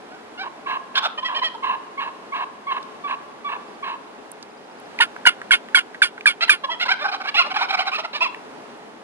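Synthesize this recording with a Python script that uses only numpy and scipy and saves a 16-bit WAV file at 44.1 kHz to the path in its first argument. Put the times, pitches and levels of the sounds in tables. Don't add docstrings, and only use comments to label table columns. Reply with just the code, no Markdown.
import sys
import numpy as np
from scipy import signal
from scipy.fft import rfft, irfft, next_fast_len
from scipy.io import wavfile
from scipy.ndimage import uniform_filter1d

SR = 44100
rng = np.random.default_rng(int(sys.argv[2]) if len(sys.argv) > 2 else 0)


def boost(x):
    u = np.asarray(x, float) / 20
    return 10 ** u


def transcribe(u):
    v = np.clip(np.atleast_2d(u).T, -1, 1)
    q = np.round(v * 32767).astype(np.int16)
    wavfile.write(sys.argv[1], SR, q)


N = 398223

# frequency_hz, density_db
AIR_COLOUR = [(24, -12), (40, -17), (64, -26.5), (140, -16), (236, -5.5), (388, -8), (426, -2), (458, -8.5),
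              (847, -8), (1050, -11.5), (4770, -30.5), (11400, -45), (14900, -63), (22000, -120)]
# time_s, level_db
AIR_SWELL = [(0, 3), (3.9, 2.5), (4.6, 3), (5.3, 3), (9, 3.5)]
AIR_DB = -43.5
HUM_HZ, HUM_DB = 427, -55

# frequency_hz, left_lead_rad
PORT_PHASE = [(60, -.05), (350, -.35), (780, -.9), (1210, -1.8), (1700, -1.5), (2500, -2.1), (4200, -2.6),
              (5500, -3.4), (7000, -4.2), (8400, -4.7), (11200, -5.5)]
# frequency_hz, left_minus_right_db
PORT_DB = [(60, -9), (110, 2), (190, -1.5), (340, 7), (610, 0), (1080, -3.5), (1940, -2.5), (3450, -3.5),
           (6160, -4), (11000, -12.5), (13000, -19)]

# centre_hz, width_hz, level_db
TOM_THROAT = [(868, 273, -3.5), (1308, 360, -8.5), (2410, 310, -0.5), (3174, 274, -1.5), (3960, 880, -3),
              (5250, 520, -24)]
# centre_hz, width_hz, level_db
TOM_BREATH = [(5130, 640, 18), (8350, 2540, -9)]
# start_s, length_s, peak_db, top_pitch_hz, share_above_split_db
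COOS = [
    (.085, .095, -47.5, 759, -12),
    (.375, .07, -33, 787, -3),
]
BARKS = [
    (.952, .048, -21.5, 550, 2),
    (1.022, 0.0552, -23, 739, -4.5),
    (1.54, 0.018, -40.5, 776, -9),
]
WARBLE = [(1.175, 0.03, -27.5, 620, -1.5), (1.222, .03, -40, 573, 2), (1.245, 0.046, -25.5, 656, 3),
          (1.345, 0.057, -26, 623, 1), (1.425, 0.064, -22.5, 650.4, 14), (6.635, 0.028, -28, 562, -3),
          (6.695, .06, -27.5, 665, -1)]
ARCHED = [(6.407, 0.048, -17.5, 692, 0), (6.796, .052, -22, 730, 3), (6.88, .065, -20.5, 784, -1.5),
          (6.989, 0.065, -30, 605, -4.5), (7.27, 0.0364, -27, 575, -1)]
SWELLING = [
    (7.342, .1, -18, 703.4, 0),
    (7.915, .065, -23.5, 656, -0.69),
]
HOARSE = [(6.85, 0.03, -29, 536, -5), (7.44, 0.053, -32.5, 586, -6), (7.975, 0.046, -28.5, 651, -3),
          (8.035, 0.0335, -30.5, 673, -5.5), (8.129, .06, -30, 604, -1.5)]
FALLING = [
    (8.205, 0.078, -21.5, 677, 0),
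]
STEADY = [(7.04, 0.036, -21.5, 787, -12.5), (7.07, 0.041, -29, 812, -7.5), (7.115, 0.056, -26.5, 777, -4.5),
          (7.2, .03, -29, 767, -9.5), (7.235, 0.043, -31, 758, -6.5), (7.5, 0.033, -28, 766, -4.5),
          (7.54, 0.052, -23.5, 791, -4), (7.585, 0.076, -22.5, 774.4, -3), (7.685, 0.047, -26, 791, -2),
          (7.725, .038, -20.5, 782, -6), (7.77, 0.067, -23.5, 760, -2.5), (7.855, 0.049, -25.5, 759, -3.5)]
# lower_mouth_hz, upper_mouth_hz, pitch_rise_per_s, pitch_fall_per_s (shares of
# pitch per s of length), peak_place (0 to 1 along the syllable)
VOICE = [
    (1530, 2800, 1.54, 0.85, 0.61),
    (1350, 3540, 1.406, 1.2, 0.69),
    (1960, 3210, .8, 1.26, 0.41),
    (1480, 2160, 2.3, 1.53, 0.593),
    (1190, 2650, 2.1, 2.4, .55),
    (950, 2670, 1.42, 1.66, 0.52),
    (1030, 2560, 1.04, 2.7, 0.253),
    (1150, 2280, 0.91, 0.99, 0.57),
]
VOICE_ROUGH = [.22, .85, .32, .45, .48, .68, .48, .68]
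VOICE_UPPER_DB = [0.5, 7, 5.8, 0.65, 7.3, 0.5, 7.2, 1.3]
SYLLABLE_START_DB, SYLLABLE_END_DB, SYLLABLE_ROUND = -10.5, -14, 1.11
PATCHY_DB_PER_ROUGH = 9
# time_s, peak_db,
# pitch_hz
GULP = [(1.1796, -31, 1070), (1.229, -25, 1040), (1.5472, -33, 966), (1.699, -23, 1042),
        (6.6399, -23.5, 1030), (6.6882, -23.5, 980), (6.856, -38, 1030), (6.8836, -24.5, 988),
        (7.052, -24.5, 790), (7.346, -27.5, 842), (7.385, -18, 1372), (7.4, -17.5, 1026),
        (7.61, -21.5, 1043), (7.919, -29, 1100), (8.2108, -20, 1000), (8.255, -23, 1030)]

# start_s, length_s, level_db, pitch_hz, clear_whistle_s (below 0: already dull rasp)
YELP = [(0.427, 0.061, -35, 1073, -.09), (0.659, 0.12, -32, 1107, 0.0098), (.94, 0.114, -34.5, 1100, -.04),
        (1.281, .12, -31.5, 1024, -0.056), (1.414, 0.026, -26, 1000, 0.02),
        (1.624, .138, -30.5, 1074, 0.011), (1.973, .126, -31.5, 1088, 0.029),
        (2.319, 0.13, -31.5, 1097, 0.025), (2.666, 0.126, -32.5, 1091, 0.0393),
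        (3.036, 0.12, -34, 1126, 0.042), (3.443, .13, -33.5, 1129, 0.046),
        (3.824, 0.14, -34.5, 1104, 0.018)]
# centre_hz, width_hz, level_db
FAR_THROAT = [(730, 99, -16), (1038, 232, -3), (1664, 170, -5.5), (2200, 50, -11), (2694, 400, -9),
              (3800, 450, -19.5)]
YELP_ATTACK_S, YELP_START_DB, YELP_SAG_DB_PER_S, YELP_SAG_HZ_PER_S = 0.017, -3, 17, 391
WHISTLE_HIGH_DB, RASP_HIGH_DB, RASP_DULLS_DB_PER_S = -4, -2.5, 62
WHISTLE_ARCH_PER_S, YELP_PATCHY_DB = .9, 2.5
RASP_FLUTTER_DB, RASP_FLUTTER_HZ = 3, 45

# time_s, peak_db, centre_hz, ring_s
TICK = [(2.828, -33.5, 3540, 0.021), (4.3172, -26.5, 9500, 0.0062), (4.8, -46, 10400, 0.01),
        (4.4268, -29.5, 4200, 0.019), (4.988, -17.5, 2200, 0.032), (5.163, -18.5, 1280, 0.018),
        (5.416, -17, 1350, 0.018), (5.686, -27, 1610, 0.021), (5.944, -28.5, 1800, 0.057),
        (6.178, -23.5, 1530, 0.03), (6.209, -26, 2400, 0.02), (8.346, -24.5, 2020, 0.02)]

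# start_s, chip_count, level_db
CHIP = [
    (3.672, 2, -56),
    (4.494, 6, -56),
]
CHIP_GAP_S = .0708

# start_s, whistle_length_s, pitch_hz, level_db, low_pulse_level_db
CUT = [
    (5.005, 0.012, 950, -13.5, -15),
    (5.27, 0.027, 742, -12.5, -30.5),
    (5.515, 0.02, 1118, -12, -15),
    (5.752, .025, 1134, -13, -15.5),
    (6.025, 0.024, 1190, -13.5, -27.5),
    (6.266, 0.033, 1200, -13.5, -26),
    (6.497, 0.035, 1227, -13, -25.5),
]
# centre_hz, width_hz, level_db
NEAR_THROAT = [(352, 690, -11), (1000, 424, -4), (1444, 440, 4), (2310, 300, 4.5), (2856, 160, 4.5),
               (3057, 560, 2.5), (4570, 1300, -21)]
# centre_hz, width_hz, level_db
NEAR_HISS = [(4630, 1120, 6.5), (6240, 1300, -4.5), (7180, 610, -11), (9500, 910, 0.5)]
# time_s, peak_db, pitch_hz
POP = [
    (5.0, -18.5, 913),
    (5.252, -14.5, 1460),
    (5.507, -9.5, 1472),
    (5.7449, -8, 1464),
    (6.0176, -7.5, 1505),
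    (6.2561, -9, 1576),
    (6.4925, -6.5, 1560),
]
# start_s, length_s, pitch_hz, end_pitch_hz, level_db
LEAD_IN = [
    (5.262, 0.0127, 993, 960, -14),
    (6.479, 0.024, 884, 1390, -32.5),
]
CUT_SAG_DB_PER_S = 252
CUT_FALL, CUT_FALL_CURVE = 0.0926, 1.35
GROWL_HZ, GROWL_FALL_PER_S, GROWL_SAG_DB_PER_S, GROWL_END_DB = 366, 1.5, 162, -61.5
GROWL_HOLD_S, GROWL_FADE_S, GROWL_PATCHY_DB = 0.014, 0.047, 4
POP_FALL_PER_S = 9.5

BLUR_HZ = 4300


def curve(table, hz):
    f, v = np.transpose(table)
    return np.interp(np.log(hz + 1), np.log(f + 1), v)


def shape(x, response):
    n = next_fast_len(x.shape[-1] + 512)
    hz = np.arange(n // 2 + 1) * SR / n
    return irfft(rfft(x, n) * response(hz), n)[..., :x.shape[-1]]


def throat(hz, modes):
    hz = hz + 1e-3
    ringing = sum(boost(db) / (1 + 1j * (hz - f * f / hz) / width) ** 2 for f, width, db in modes)
    return ringing / (1 + (450 / hz) ** 4)


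def wobble(n, hz):
    k = max(int(SR / hz), 1)
    x = rng.standard_normal(n + 4 * k)
    x = uniform_filter1d(uniform_filter1d(x, k), k)[2 * k:2 * k + n]
    return x * np.sqrt(1.5 * k)


def unit(x):
    return x / np.sqrt(np.mean(x ** 2) + 1e-18)


def add(out, x, s):
    i = int(s * SR)
    out[i:i + len(x)] += x[:len(out) - i]


def buzz(hz, rough, modes, split_hz=None, high_db=None, jitter=.05, shimmer_db=5, patchy=4):
    n = len(hz)
    hz = hz * (1 + jitter * rough ** 2 * wobble(n, 260))
    order = np.arange(1, int(7000 / hz.min()))[:, None]
    patches = boost(patchy * np.array([wobble(n, 62.3) for _ in order]))
    gain = throat(order * hz, modes) / (1 + (order * hz / BLUR_HZ) ** 6) * patches
    turning = np.exp(2j * np.pi * order * np.cumsum(hz) / SR)
    tone = (gain * turning).imag * boost(shimmer_db * rough * wobble(n, 136))
    noise = rng.standard_normal(n)
    parts = []
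    for side in ([1, -1] if split_hz else [0]):
        weight = lambda f: 1 / (1 + (f / (split_hz or 1)) ** (8 * side))
        w = weight(order * hz)
        clear = (tone * w).sum(0) / np.sqrt((abs(gain * w) ** 2).sum(0) / 2)
        rasp = unit(shape(noise, lambda f: throat(f, modes) * weight(f)))
        parts.append(np.sqrt(1 - rough ** 2) * clear + rough * rasp)
    if not split_hz:
        return parts[0]
    high = np.minimum(boost(high_db), .97)
    return np.sqrt(1 - high ** 2) * parts[0] + high * parts[1]


def columns(rows, fade_s=0.011):
    s, db, *rest = np.transpose(rows)
    t = np.arange(s[0], s[-1], 1 / SR)
    to_end = np.minimum(t - s[0], s[-1] - t)
    fade = np.sin(np.pi / 2 * np.clip(to_end / fade_s, 0, 1))
    gain = fade * boost(uniform_filter1d(np.interp(t, s, db), 300))
    return t, gain, *(np.interp(t, s, c) for c in rest)


def ports(x):
    half = lambda f: boost(curve(PORT_DB, f) / 2) * np.exp(.5j * curve(PORT_PHASE, f))
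    return np.array([shape(x, half), shape(x, lambda f: 1 / half(f))])


def air():
    noise = shape(rng.standard_normal((3, N)), lambda f: boost(curve(AIR_COLOUR, f)))
    shared = ports(noise[0])
    separate = shape(noise[1:], lambda f: (f + 60) / (f + 400))
    swell_db = np.interp(np.arange(N) / SR, *np.transpose(AIR_SWELL)) + 0.93 * wobble(N, 3.6)
    bed = unit(0.57 * shared + 0.84 * separate) * boost(AIR_DB + swell_db)
    hum = np.sin(2 * np.pi * np.cumsum(HUM_HZ + 1.2 * wobble(N, 5)) / SR)
    hum = hum * boost(HUM_DB + 1.5 * wobble(N, 6))
    return bed + ports(hum)


def toms():
    out = np.zeros(N)
    voices = [COOS, BARKS, WARBLE, ARCHED, SWELLING, HOARSE, FALLING, STEADY]
    for table, voice, up_db, rough in zip(voices, VOICE, VOICE_UPPER_DB, VOICE_ROUGH):
        low_hz, up_hz, rise, fall, peak = voice
        modes = TOM_THROAT + [(low_hz, 350, 0), (up_hz, 480, up_db)]
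        for s, length, db, top_hz, high_db in table:
            rows = [(s, db, -1), (s + peak * length, db, 0), (s + length, db, 1)]
            t, gain, place = columns(rows, 0.0035)
            end_db = np.where(place < 0, SYLLABLE_START_DB, SYLLABLE_END_DB)
            gain = gain * boost(end_db * abs(place) ** SYLLABLE_ROUND)
            slack = np.where(place < 0, rise, fall) * length * np.sin(np.pi / 2 * place) ** 2
            note = buzz(top_hz * (1 - slack), rough, modes, 1570, high_db, jitter=0.074,
                        patchy=PATCHY_DB_PER_ROUGH * rough)
            add(out, gain * note, s)
    out += boost(-21) * shape(abs(out) * rng.standard_normal(N), lambda f: throat(f, TOM_BREATH))
    t = np.arange(0, .03, 1 / SR)
    for s, db, hz in GULP:
        pitch = hz * (1 + 0.049 * wobble(len(t), 117))
        gulp = np.hanning(len(t)) ** 0.81 * np.sin(2 * np.pi * np.cumsum(pitch) / SR)
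        add(out, boost(db) * gulp, s - .006)
    return out


def far_hen():
    out = np.zeros(N)
    for s, length, db, hz, clear in YELP:
        t, gain = columns([(s, db + YELP_START_DB), (s + YELP_ATTACK_S, db),
                           (s + length, db - YELP_SAG_DB_PER_S * length)])
        broken = np.clip((t - s - clear) / .012 + .6 + (clear <= 0), 0, 1)
        rough = np.clip(broken, .12, .93)
        high_db = WHISTLE_HIGH_DB + broken * (RASP_HIGH_DB - WHISTLE_HIGH_DB)
        high_db = high_db - RASP_DULLS_DB_PER_S * np.maximum(t - s - clear, 0)
        hz = (hz - YELP_SAG_HZ_PER_S * (t - s)) * (1 + 0.0062 * wobble(len(t), 72))
        through = np.clip((t - s) / (max(clear, 0) + 0.0016), 0, 1)
        hz *= 1 + WHISTLE_ARCH_PER_S * clear * np.sin(np.pi * through ** 0.82) ** 2
        gain = gain * boost(RASP_FLUTTER_DB * broken * np.tanh(wobble(len(t), RASP_FLUTTER_HZ)))
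        note = buzz(hz, rough, FAR_THROAT, 1226, high_db, jitter=0.029, patchy=YELP_PATCHY_DB)
        add(out, gain * note, s)
    return out


def ticks():
    out = np.zeros(N)
    t = np.arange(0, .05, 1 / SR)
    for s, db, hz, ring in TICK:
        noise = unit(shape(rng.standard_normal(len(t)), lambda f: throat(f, [(hz, .5 * hz, 0)])))
        add(out, boost(db) * noise * np.exp(-np.log(1000) * t / ring), s)
    return out


def songbird():
    out = np.zeros(N)
    t = np.arange(0, .022, 1 / SR)
    pitch = 4000 + 1300 * np.sqrt(t / t[-1])
    chip = np.sin(2 * np.pi * np.cumsum(pitch) / SR) * np.hanning(len(t))
    for s, count, db in CHIP:
        for k in range(count):
            add(out, boost(db) * chip, s + k * CHIP_GAP_S)
    return out


def near_hen():
    out = np.zeros(N)
    for s, length, hz0, db, growl_db in CUT:
        t, gain = columns([(s, db), (s + length, db - CUT_SAG_DB_PER_S * length)], 0.0018)
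        pitch = hz0 * (1 - CUT_FALL * ((t - s) / length) ** CUT_FALL_CURVE)
        add(out, gain * buzz(pitch, .35, NEAR_THROAT, patchy=2.5), s)
        s = s + length - .002
        t, gain = columns([(s, growl_db),
                           (s + GROWL_HOLD_S, growl_db - GROWL_SAG_DB_PER_S * GROWL_HOLD_S),
                           (s + GROWL_HOLD_S + GROWL_FADE_S, GROWL_END_DB)], 0.0037)
        rough = np.linspace(.2, .9, len(t))
        pitch = GROWL_HZ * (1 - GROWL_FALL_PER_S * (t - s))
        add(out, gain * buzz(pitch, rough, NEAR_THROAT, patchy=GROWL_PATCHY_DB), s)
    for s, length, hz0, hz1, db in LEAD_IN:
        t, gain, hz = columns([(s, db, hz0), (s + length, db, hz1)], 0.0037)
        add(out, gain * buzz(hz, .35, NEAR_THROAT, patchy=2.5), s)
    out += boost(-10) * shape(abs(out) * rng.standard_normal(N), lambda f: throat(f, NEAR_HISS))
    t = np.arange(0, .09, 1 / SR)
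    swell = lambda rise: (t / rise) * np.exp(1 - t / rise)
    for s, db, hz in POP:
        pitch = hz * (1 + 0.296 * np.exp(-t / 0.00221) - POP_FALL_PER_S * (t - .004))
        ring = np.sin(2 * np.pi * np.cumsum(pitch) / SR)
        crack = shape(rng.standard_normal(len(t)), lambda f: throat(f, NEAR_THROAT))
        hiss = unit(shape(rng.standard_normal(len(t)), lambda f: throat(f, NEAR_HISS)))
        hiss = hiss * boost(1.66 * wobble(len(t), 405))
        pop = boost(db) * swell(0.0038) ** 3 * (ring + boost(-3) * crack)
        puff = boost(-22.5 + 1.07 * db) * swell(0.013) * np.exp(-(t / 0.072) ** 4) * hiss
        add(out, pop + puff, s)
    return out


def trees(x, t60, db):
    t = np.arange(0, 1.2 * t60, 1 / SR)
    tail = rng.standard_normal((2, len(t))) * np.exp(-np.log(1000) * t / t60)
    tail = tail * np.clip((t - .01) / 0.019, 0, 1)
    tail = shape(tail, lambda f: throat(f, [(1100, 2140, 8.5), (3090, 3500, 1.5)]))
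    tail = tail / np.sqrt((tail ** 2).sum(1, keepdims=True))
    return boost(db) * signal.fftconvolve(x[None], tail, axes=1)[:, :N]


def scene():
    flock, far, near = toms(), far_hen(), near_hen()
    birds = boost(5.5) * flock + boost(6.0) * far + boost(7.0) * near
    direct = ports(birds + ticks()) + songbird()
    echoes = trees(flock, 0.36, -14.5) + trees(far, 0.99, -14) + trees(near, 0.31, -34.5)
    return direct + echoes + air()


def low_pass(x):
    return signal.sosfilt(signal.butter(12, 11590, fs=SR, output="sos"), x)


def record(dry):
    smooth = 1 / (.12 * SR)
    loud = signal.lfilter([smooth], [1, smooth - 1], abs(dry).max(0))
    x = np.clip(dry / (1 + 2.0 * loud), -1, 1)
    x = np.clip(shape(x, lambda f: f ** 2 / (f ** 2 + 70 ** 2)), -1, 1)
    return low_pass(x)


dry = scene()
out = record(dry)
transcribe(out)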